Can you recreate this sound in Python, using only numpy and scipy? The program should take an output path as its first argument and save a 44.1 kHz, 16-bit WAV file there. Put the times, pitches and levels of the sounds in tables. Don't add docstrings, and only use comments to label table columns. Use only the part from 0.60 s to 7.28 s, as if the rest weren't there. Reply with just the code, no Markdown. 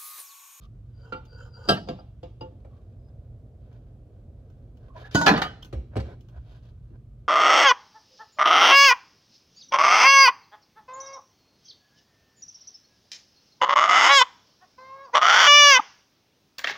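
import sys
import numpy as np
from scipy import signal
from scipy.fft import rfft, irfft
from scipy.io import wavfile

SR = 44100
rng = np.random.default_rng(int(sys.argv[2]) if len(sys.argv) > 2 else 0)


def inscribe(sig):
    pcm = np.round(np.clip(np.atleast_2d(sig).T, -1, 1) * 32767)
    wavfile.write(sys.argv[1], SR, pcm.astype(np.int16))


N = 294588
TIME = np.arange(N) / SR
EDGE_HZ = 15900


def amp(db):
    return 10 ** (np.asarray(db) / 20)


def evened(x):
    return x / np.sqrt(np.mean(x ** 2) + 1e-20)


def struck(x, attack_samples=1100):
    return x / np.sqrt(np.mean(x[:, :attack_samples] ** 2) + 1e-20)


def read(points, hz):
    f, value = np.transpose(points)
    return np.interp(np.log(hz + 1), np.log(f + 1), value)


def add(mix, start_s, sound):
    part = mix[:, max(round(start_s * SR), 0):][:, :sound.shape[1]]
    part += sound[:, :part.shape[1]]


def wander(size, order):
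    return evened(signal.oaconvolve(rng.standard_normal(size), signal.windows.hann(order), "same"))


def stroke(start_s, length_s, db, rise_s, release_s):
    attack = np.clip((TIME - start_s) / rise_s, 0, 1)
    return amp(db) * attack * np.exp(-np.maximum(TIME - start_s - length_s, 0) / release_s)


# [f/Hz, correlation]
LIKENESS = [(100, .99), (350, .96), (700, .8), (1500, .5), (4000, .3), (12000, .1)]


def paired(x, colour):
    hz = np.fft.rfftfreq(x.shape[1], 1 / SR)
    a, b = rfft(x)
    same = np.clip(read(LIKENESS, hz), -1, 1)
    mid, side = a * np.sqrt(1 + same), b * np.sqrt(1 - same)
    ports = np.array([mid + side, mid - side])
    return evened(irfft(ports * amp(read(colour, hz)), x.shape[1]))


def noise(colour):
    return paired(rng.standard_normal((2, N)), colour)


# [f/Hz, rms depth/dB]
MINOR_MODE_DB = [(200, 1.5), (1500, 4), (3500, 6.2), (12000, 7)]


def crowd(size=32768, order=48):
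    depth_db = read(MINOR_MODE_DB, np.fft.rfftfreq(size, 1 / SR))
    return amp(depth_db * np.clip(wander(size // 2 + 1, order), -2, 2))


# [f/Hz, t60/s]
CUPBOARD_T60 = [(100, 0.3), (400, 0.2), (1500, 0.19), (5000, 0.092), (12000, 0.16)]
# [f/Hz, t60/s]
KITCHEN_T60 = [(150, 0.72), (1000, 0.49), (4000, 0.49), (12000, 0.27)]


def wash(colour, minor_modes, damping, room_db, size=32768):
    source = paired(rng.standard_normal((2, size)), colour)
    steady = irfft(rfft(source) * minor_modes)
    hz, t, spectrum = signal.stft(steady, SR, nperseg=256)
    near = amp(-60 * t / (damping * read(CUPBOARD_T60, hz)[:, None]))
    far = amp(-60 * t / read(KITCHEN_T60, hz)[:, None])
    decay = np.hypot(near, amp(room_db) * far)
    return signal.istft(spectrum * decay, SR, nperseg=256)[1][:, :size]


def ring(modes, t, scatter_db=2.0, damping=1, split_hz=9):
    hz, db, t60 = np.transpose(modes + modes)[:, :, None]
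    hz = hz + split_hz * rng.uniform(-1, 1, hz.shape)
    phase = 2 * np.pi * rng.random(hz.shape)
    apart = np.arccos(np.clip(read(LIKENESS, hz), -1, 1)) / 2
    decay = np.exp(-np.log(1000) * t / (damping * t60))
    height = amp(db + scatter_db * rng.standard_normal(hz.shape)) * decay
    angle = 2 * np.pi * hz * t + phase
    return np.array([(height * np.sin(angle + side * apart)).sum(0) for side in (-1, 1)])


def crack(t, height=0.94, fall_s=0.0028):
    return 1 + height * np.exp(-t / fall_s)


BAND_EDGES_HZ = [370, 1100, 2600]


def blows(rows, modes, colour, ring_db, damping, room_db, body_db, bass_db, clack_db, treble_db, rise_s):
    out, minor_modes = np.zeros((2, N)), crowd()
    edges = [25, *BAND_EDGES_HZ, EDGE_HZ]
    bands = [signal.butter(4, pair, "band", fs=SR, output="sos") for pair in zip(edges, edges[1:])]
    rises_s = 3 * rise_s, rise_s, rise_s, rise_s
    for start_s, body, bass, treble in rows:
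        dense = wash(colour, minor_modes, damping, room_db)
        t = np.arange(dense.shape[1]) / SR
        sound = struck(dense * crack(t)) + amp(ring_db) * struck(ring(modes, t))
        levels_db = bass + bass_db, body + body_db, (body + treble) / 2 + clack_db, treble + treble_db
        for band, db, swell_s in zip(bands, levels_db, rises_s):
            part = signal.sosfilt(band, sound) * (1 - np.exp(-t / swell_s))
            add(out, start_s, amp(db) * struck(part))
    return out


def slips(per_s, spread_db):
    size = amp(spread_db * np.minimum(rng.exponential(1, N), 3))
    happens = rng.random(N) < per_s / SR
    return size * happens * rng.standard_normal(N)


def echoed(x, colour, room_db):
    response = wash(colour, 1, 0.92, room_db)
    soft = 1 - np.exp(-(TIME[:response.shape[1]] / .001) ** 2)
    return evened(signal.fftconvolve(x[None], response * soft, axes=1)[:, :N])


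def resonate(x, hz, width_hz):
    turn = np.exp(2j * np.pi * np.cumsum(hz) / SR)
    r = np.exp(-np.pi * width_hz / SR)
    return 2 * (turn * signal.lfilter([1 - r], [1, -r], x / turn)).real


# [f/Hz, relative level/dB per Hz]
FLOOR = [(13, -44), (22, -11.5), (38, -2), (118, -2.5), (169, -16), (269, -22.5), (354, -27.5),
         (705, -36.5), (850, -48), (1200, -43.5), (1610, -52), (3120, -56), (15800, -67.5)]
FLOOR_DB = -46.5


def rumble():
    return amp(FLOOR_DB) * noise(FLOOR)


# [f/Hz, rms level/dB]
HUM = [(48.4, -55), (118.4, -54)]


def hum():
    return sum(amp(db) * np.sqrt(2) * np.sin(2 * np.pi * (hz * TIME + rng.random())) for hz, db in HUM)


# [f/Hz, relative level/dB per Hz]
RUSH_COLOUR = [(130, -26.5), (220, 8), (300, 1.5), (560, 1.5), (700, -4), (1000, -23), (2000, -50.5)]
RUSH_START_S, RUSH_LENGTH_S, RUSH_DB = 1.6, 2.7, -61.5
RUSH_RISE_S, RUSH_RELEASE_S = 0.21, 0.12


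def rush():
    gain = stroke(RUSH_START_S, RUSH_LENGTH_S, RUSH_DB, RUSH_RISE_S, RUSH_RELEASE_S)
    return gain * noise(RUSH_COLOUR)


# [f/Hz, relative level/dB per Hz]
SHUFFLE_COLOUR = [(180, -37.5), (300, -11.5), (556, 1), (1260, -13.5), (1660, -10), (2160, -21.5),
                  (3090, -14.5), (6470, -28), (8290, -43), (12000, -37), (15600, -48)]
# [t/s, length/s, body level/dB, hiss level/dB]
SCUFFS = [(0.0, 0.054, -82, -57), (2.094, 0.088, -74, -73.5), (3.051, 0.11, -68.5, -78),
          (4.185, 0.1, -64.5, -70.5), (4.334, 0.093, -49, -50), (4.44, 0.038, -72, -49.5),
          (4.507, 0.046, -50.5, -38.5), (5.309, 0.039, -54, -77), (5.427, 0.1, -50.5, -57.5),
          (5.711, 0.072, -57.5, -67.5), (5.791, 0.18, -64, -60), (5.974, 0.12, -71, -63),
          (6.316, 0.044, -64, -79)]
HANDLING_DB = -77.5
SCUFF_RISE_SHARE, SCUFF_RELEASE_SHARE = 0.71, 0.13
HISS_ABOVE_HZ = 2300


def shuffle(uneven_db=3):
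    friction = echoed(slips(per_s=450, spread_db=3), SHUFFLE_COLOUR, room_db=-10)
    body = signal.sosfiltfilt(signal.butter(4, HISS_ABOVE_HZ, fs=SR, output="sos"), friction)
    hiss = friction - body
    out = amp(HANDLING_DB + uneven_db * wander(N, order=12000)) * friction
    for start_s, length_s, body_db, hiss_db in SCUFFS:
        rise_s, release_s = SCUFF_RISE_SHARE * length_s, SCUFF_RELEASE_SHARE * length_s
        effort = stroke(start_s, length_s, body_db, rise_s, release_s)
        out = out + effort * (body + amp(hiss_db - body_db) * hiss)
    return out


# [t/s, level/dB before swell, f/Hz, length/s]
RUBS = [(0.0, -62.5, 1180, 0.076), (2.093, -70.5, 1124, 0.13), (4.279, -58.5, 1085, 0.067),
        (4.339, -50, 645, 0.052), (4.345, -48.5, 970, 0.053), (4.436, -48, 1680, 0.05),
        (5.021, -46.5, 3180, 0.021), (5.462, -66, 1010, 0.096)]


def rubs(width_share=0.058):
    out = np.zeros((2, N))
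    for start_s, db, hz, length_s in RUBS:
        t = TIME[:int(length_s * SR)]
        pitch, width_hz = np.full(len(t), hz), width_share * hz
        tones = []
        for port in range(2):
            once = resonate(rng.standard_normal(len(t)), pitch, width_hz)
            tones.append(resonate(once, pitch, 2 * width_hz))
        tone = np.array(tones)
        leaked = tone + tone[::-1] / 2
        add(out, start_s, amp(db) * evened(leaked) * np.sin(np.pi * t / length_s))
    return out


# [t/s, body level/dB, bass level/dB, treble level/dB]
UTENSIL_BLOWS = [(0.652, -85, -74, -66.5), (3.128, -67, -85, -76.5), (3.9, -63, -82, -76.5),
                 (4.17, -73, -86.5, -72.5), (5.025, -49.5, -73, -54.5), (5.047, -55, -50, -54),
                 (5.607, -77.5, -64.5, -67.5), (5.685, -57.5, -77.5, -68.5)]
# [f/Hz, relative level/dB, t60/s]
UTENSIL = [(1500, 10.5, 0.133), (3024, 20, 0.057), (3200, 4, 0.145), (5960, 3, 0.017)]
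# [f/Hz, relative level/dB per Hz]
UTENSIL_WASH = [(100, -11.5), (1000, -3), (3300, 6), (6500, 2), (8000, -15.5), (15000, -8)]


def utensils():
    return blows(UTENSIL_BLOWS, UTENSIL, UTENSIL_WASH, ring_db=-2.5, damping=0.94, room_db=-16.0,
                 body_db=-10.5, bass_db=-4.0, clack_db=-14.5, treble_db=-2.5, rise_s=0.00078)


# [t/s, peak level/dB, f/Hz, length/s]
THUMPS = [(1.099, -35, 172, 0.09), (1.103, -33.5, 236, 0.08), (2.581, -34, 94.7, 0.026),
          (4.703, -15.5, 198, 0.034), (4.704, -16, 288, 0.055), (4.708, -28, 130.4, 0.094),
          (5.136, -25.5, 65.7, 0.094), (5.352, -18.5, 103.3, 0.063), (5.752, -32.5, 69.2, 0.079)]


def thumps(skew=0.7):
    out = np.zeros((2, N))
    for start_s, db, hz, length_s in THUMPS:
        t = TIME[:int(length_s * SR)]
        swell = np.sin(np.pi * (t / length_s) ** skew) ** 2
        swing = amp(db) * swell * np.sin(2 * np.pi * hz * t)
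        add(out, start_s, np.array([swing, swing]))
    return out


# [t/s, body level/dB, bass level/dB, treble level/dB]
WOOD_BLOWS = [(2.047, -44, -49.5, -69), (5.127, -32.5, -31.5, -46.5), (5.356, -27.5, -29, -49),
              (5.366, -26.5, -30, -40), (5.398, -35.5, -44, -47.5), (6.303, -64, -49.5, -77)]
# [f/Hz, relative level/dB, t60/s]
SHELF = [(389, -1, 0.1), (525.6, 9.5, 0.2), (653, 3, 0.13), (778.6, 1, 0.19)]
# [f/Hz, relative level/dB per Hz]
WOOD_WASH = [(35, -37), (60, 7), (152, -6.5), (236, -5), (688, -11.5), (976, -30), (2470, -41), (4030, -39),
             (7720, -53.5), (15500, -67)]


def wood():
    return blows(WOOD_BLOWS, SHELF, WOOD_WASH, ring_db=-12.5, damping=0.58, room_db=-13.5,
                 body_db=-9.5, bass_db=-1.0, clack_db=-13.0, treble_db=-10.5, rise_s=0.0037)


# [t/s, body level/dB, bass level/dB, treble level/dB]
CUP_BLOWS = [(0.522, -24.5, -39, -49)]
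# [f/Hz, relative level/dB, t60/s]
CUP = [(511, -3, .2), (877, -9, .33), (1163, -14, .2), (1384, 2, .27), (1410, -2, .13), (2315, -11, .18),
       (2778, -13, .21), (3133, -11, .15), (4700, -14, .16)]
# [f/Hz, relative level/dB per Hz]
CUP_WASH = [(59, -41.5), (100, -4.5), (519, -8), (830, -7), (1060, -20), (1370, -2), (1690, -24.5),
            (2320, -23), (2900, -18), (15500, -64.5)]


def cup():
    return blows(CUP_BLOWS, CUP, CUP_WASH, ring_db=0.0, damping=0.76, room_db=-16.0,
                 body_db=-14.5, bass_db=-3.0, clack_db=1.5, treble_db=-0.5, rise_s=0.0044)


# [f/Hz, width/Hz, relative level/dB]
SLIDE_RING = [(506, 80, 2), (800, 250, -9), (1180, 100, -12), (1440, 90, 0), (2770, 110, -14),
              (3120, 160, -15), (4100, 150, -22), (5100, 300, -22), (7120, 140, -22)]
# [t/s, length/s, level/dB]
PUSHES = [(0.347, 0.19, -58), (0.678, 0.21, -54), (0.902, 0.18, -51)]
PUSH_RISE_S, PUSH_RELEASE_S = 0.116, 0.012


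def slide(drift=0.0071, catch_db=4, grit_db=-26):
    drive = slips(per_s=700, spread_db=3.5)
    sung = amp(grit_db) * drive
    for hz, width_hz, db in SLIDE_RING:
        pitch = hz * (1 + drift * wander(N, order=5000))
        swell = amp(db + catch_db * wander(N, order=1800))
        sung = sung + swell * resonate(resonate(drive, pitch, width_hz), pitch, 2 * width_hz)
    effort = sum(stroke(*push, PUSH_RISE_S, PUSH_RELEASE_S) for push in PUSHES)
    colour = [(150, -15), (450, 0), (5000, 0), (7200, -3), (8500, -18)]  # f/Hz, dB per Hz
    return effort * echoed(sung, colour, room_db=-14)


# [t/s, f/Hz, level/dB]
SQUEALS = [
    [(0.33, 4795, -82), (0.444, 4680, -66.5), (0.498, 4768, -88), (0.51, 4767, -75)],
    [(0.65, 4710, -75), (0.745, 4670, -59.5), (0.916, 4860, -79), (0.95, 4750, -52), (0.996, 4700, -68.5),
     (1.072, 4745, -54.5), (1.085, 4730, -39)],
    [(1.17, 4720, -50), (1.27, 4690, -92), (1.286, 4790, -65), (1.375, 4670, -86), (1.392, 4790, -55),
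     (1.42, 4900, -72)],
    [(2.39, 4940, -91), (2.5, 5030, -81)],
]


def squeal(trim_db=-1, jitter=0.006, flutter_db=4.0):
    out = np.zeros((2, N))
    for curve in SQUEALS:
        s, hz, db = np.transpose(curve)
        t = np.arange(s[0], s[-1], 1 / SR)
        pitch = np.interp(t, s, hz) * (1 + jitter * wander(len(t), order=200))
        grip = evened(amp(flutter_db * wander(len(t), order=260))) * signal.windows.tukey(len(t), .1)
        tone = np.sqrt(2) * np.sin(2 * np.pi * np.cumsum(pitch) / SR)
        level = amp(trim_db + np.interp(t, s, db))
        add(out, s[0], np.array([tone, tone]) * grip * level)
    return out


# [t/s, body level/dB, bass level/dB, treble level/dB]
JAR_BLOWS = [(1.076, -38, -38.5, -42.5), (1.0865, -15, -22, -19.5), (1.091, -15.5, -25, -14.5),
             (1.102, -16.5, -29, -20.5), (1.117, -28, -32, -32.5), (1.286, -31.5, -32, -43),
             (1.388, -39, -65.5, -63)]
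# [f/Hz, relative level/dB, t60/s]
JAR = [(517, -1, .22), (705, -3, .3), (829, -6, .3), (1190, -6, .2), (1340, 3, .17), (1604, -2, .18),
       (2730, -11, .17), (2923, -8, .21), (3182, -9, .17), (3700, -13, .16), (4086, -10, .14),
       (4778, 9, .075), (5300, -8, .11)]
# [f/Hz, relative level/dB per Hz]
JAR_WASH = [(50, -27), (110, -3.5), (200, 4.5), (420, -4.5), (680, 12.5), (1050, -8.5), (1400, -15),
            (1900, -13), (2450, -24), (2900, -10), (3500, -18), (4900, -7), (6400, -23.5), (10500, -32),
            (15500, -38.5)]


def jar():
    return blows(JAR_BLOWS, JAR, JAR_WASH, ring_db=-1.0, damping=1.0, room_db=-18.5,
                 body_db=-12.0, bass_db=-1.5, clack_db=-11.0, treble_db=-8.5, rise_s=0.0014)


# [t/s, body level/dB, bass level/dB, treble level/dB]
GLASS_BLOWS = [(1.273, -31, -49, -50), (1.286, -18.5, -55, -36), (1.63, -28, -38.5, -47.5),
               (1.809, -25, -34, -38.5)]
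# [f/Hz, relative level/dB, t60/s]
GLASS = [(511, 0, .15), (690, -2, .14), (877, -11, .25), (1400, -9, .12), (2842, -16, .13), (4867, -19, .1)]
# [f/Hz, relative level/dB per Hz]
GLASS_WASH = [(100, -7), (650, -3.5), (1400, -6), (2200, -12.5), (3000, -12), (5000, -20.5), (7000, -34),
              (8500, -47)]


def glass():
    return blows(GLASS_BLOWS, GLASS, GLASS_WASH, ring_db=8.0, damping=1.0, room_db=-11,
                 body_db=-15.5, bass_db=-6, clack_db=-29.5, treble_db=-11.5, rise_s=0.0018)


# [t/s, body level/dB, bass level/dB, treble level/dB]
BOWL_BLOWS = [(4.547, -22, -10.5, -24.5), (4.554, -12, -25.5, -22.5), (4.613, -16, -46, -29.5)]
# [f/Hz, relative level/dB, t60/s]
BOWL = [(285, -3, .2), (929, -4, .33), (1476, 0, .24), (1938, -10, .08), (3010, -9, .13), (3200, -12, .17),
        (3768, -11, .13), (4092, -12, .16), (4760, -15, .16), (5540, -11, .11), (6700, -7, .08)]
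# [f/Hz, relative level/dB per Hz]
BOWL_WASH = [(47, -46), (80, -11), (263, -7), (477, -18), (649, -6.5), (791, -13), (903, -10.5),
             (1340, -24), (1500, -13), (2090, -36.5), (3620, -23.5), (4410, -24.5), (6860, -27.5),
             (7660, -37), (15500, -43.5)]


def bowl():
    return blows(BOWL_BLOWS, BOWL, BOWL_WASH, ring_db=-2, damping=0.12, room_db=-14.5,
                 body_db=-12.0, bass_db=-8.5, clack_db=-7.0, treble_db=-7.5, rise_s=0.0026)


# [t/s, body level/dB, bass level/dB, treble level/dB]
STACK_BLOWS = [(4.363, -41, -58.5, -64), (4.451, -39.5, -65.5, -64), (4.511, -53.5, -56.5, -51.5),
               (4.662, -17, -20.5, -22), (4.6655, -2, -26, -20), (4.679, -9.5, -17.5, -20.5),
               (4.689, -12.5, -19, -27), (4.737, -13, -15.5, -41)]
# [f/Hz, relative level/dB, t60/s]
STACK = [(285, -6, .25), (447, -4, .4), (795, 0, .25), (930, -7, .2), (1008, -5, .33), (1370, -4, .22),
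         (1633, -3, .2), (1715, 7, .24), (1900, -4, .1), (2257, -15, .2), (2385, -9, .2), (2860, -11, .2),
         (3171, -7, .12), (3662, -7, .19), (4102, -6, .19), (4340, -9, .15), (4985, -14, .14)]
# [f/Hz, relative level/dB per Hz]
STACK_WASH = [(47, -43.5), (80, -12.5), (166, 3), (294, -2), (400, -6), (780, 2), (1100, -12), (1400, -3),
              (1750, -6), (2100, -17), (2600, -18), (4200, -17.5), (5300, -20), (7300, -33), (8300, -41),
              (15500, -44.5)]


def stack():
    return blows(STACK_BLOWS, STACK, STACK_WASH, ring_db=-4.5, damping=1.0, room_db=-18.5,
                 body_db=-15.0, bass_db=-9.0, clack_db=-5.5, treble_db=-4.5, rise_s=0.0013)


# [t/s, body level/dB, bass level/dB, treble level/dB]
PLATE_BLOWS = [(4.775, -19, -30.5, -37), (4.8175, -16, -29, -29)]
# [f/Hz, relative level/dB, t60/s]
PLATE = [(900, -2, .17), (1230, 3, .16), (1530, -4, .2), (2283, -14, .14), (2993, -9, .27), (3205, -4, .17),
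         (3758, -8, .15), (4064, -10, .13), (4620, -11, .14)]


def plate():
    return blows(PLATE_BLOWS, PLATE, STACK_WASH, ring_db=-6.5, damping=1.0, room_db=-17,
                 body_db=-14, bass_db=-12.0, clack_db=-5, treble_db=-3.5, rise_s=0.0011)


# [t/s, length/s, reference level/dB]
RATTLES = [(1.12, 0.07, -38.5), (4.365, 0.14, -59), (4.666, 0.03, -24), (4.706, 0.09, -32.5),
           (5.362, 0.047, -44)]


def rattles(per_s=150, spread_db=5, damping=0.3, rise_s=0.00033):
    out, t = np.zeros((2, N)), TIME[:4096]
    onset = 1 - np.exp(-(t / rise_s) ** 2)
    for start_s, length_s, db in RATTLES:
        count = max(int(length_s * per_s), 1)
        for k, (late, weight, small) in enumerate(rng.random((count, 3))):
            pitch = 1 + .3 * (small - .5)
            contact = struck(ring(PLATE + STACK, t * pitch, scatter_db=5.0, damping=damping) * onset)
            level_db = db + spread_db * (2 * weight - 2.5)
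            add(out, start_s + (k + late) * length_s / count, amp(level_db) * contact)
    return out


# [f/Hz, left minus right/dB]
BALANCE_DB = [(100, -1.05), (400, -1), (750, 1), (1400, -3.5), (2200, -3.5), (3200, -1.5), (4500, 5.5),
              (7000, 4), (10000, -1)]
# [f/Hz, phase/rad]
PORT_PHASE = [(30, .04), (125, .15), (300, .26), (550, .9), (900, .9), (1500, .7), (2500, .6), (5000, .4)]


def scene():
    background = rumble() + hum() + rush()
    handling = shuffle() + rubs() + utensils()
    boards = thumps() + wood()
    sliding = slide() + squeal()
    crockery = cup() + jar() + glass() + bowl() + stack() + plate() + rattles()
    cupboard = handling + boards + sliding + crockery
    hz = np.fft.rfftfreq(N, 1 / SR)
    lean_db = read(BALANCE_DB, hz) / 2
    ports = np.array([amp(lean_db) * np.exp(-1j * read(PORT_PHASE, hz)), amp(-lean_db)])
    return irfft(rfft(cupboard) * ports, N) + background * amp([[-.5], [.5]])


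def record(dry):
    heard = signal.sosfilt(signal.butter(5, 41, "high", fs=SR, output="sos"), dry)
    band_limit = signal.firwin(511, EDGE_HZ, window=("kaiser", 9), fs=SR)
    return signal.oaconvolve(np.clip(heard, -1, 1), band_limit[None], "same")


dry = scene()
out = record(dry)
inscribe(out)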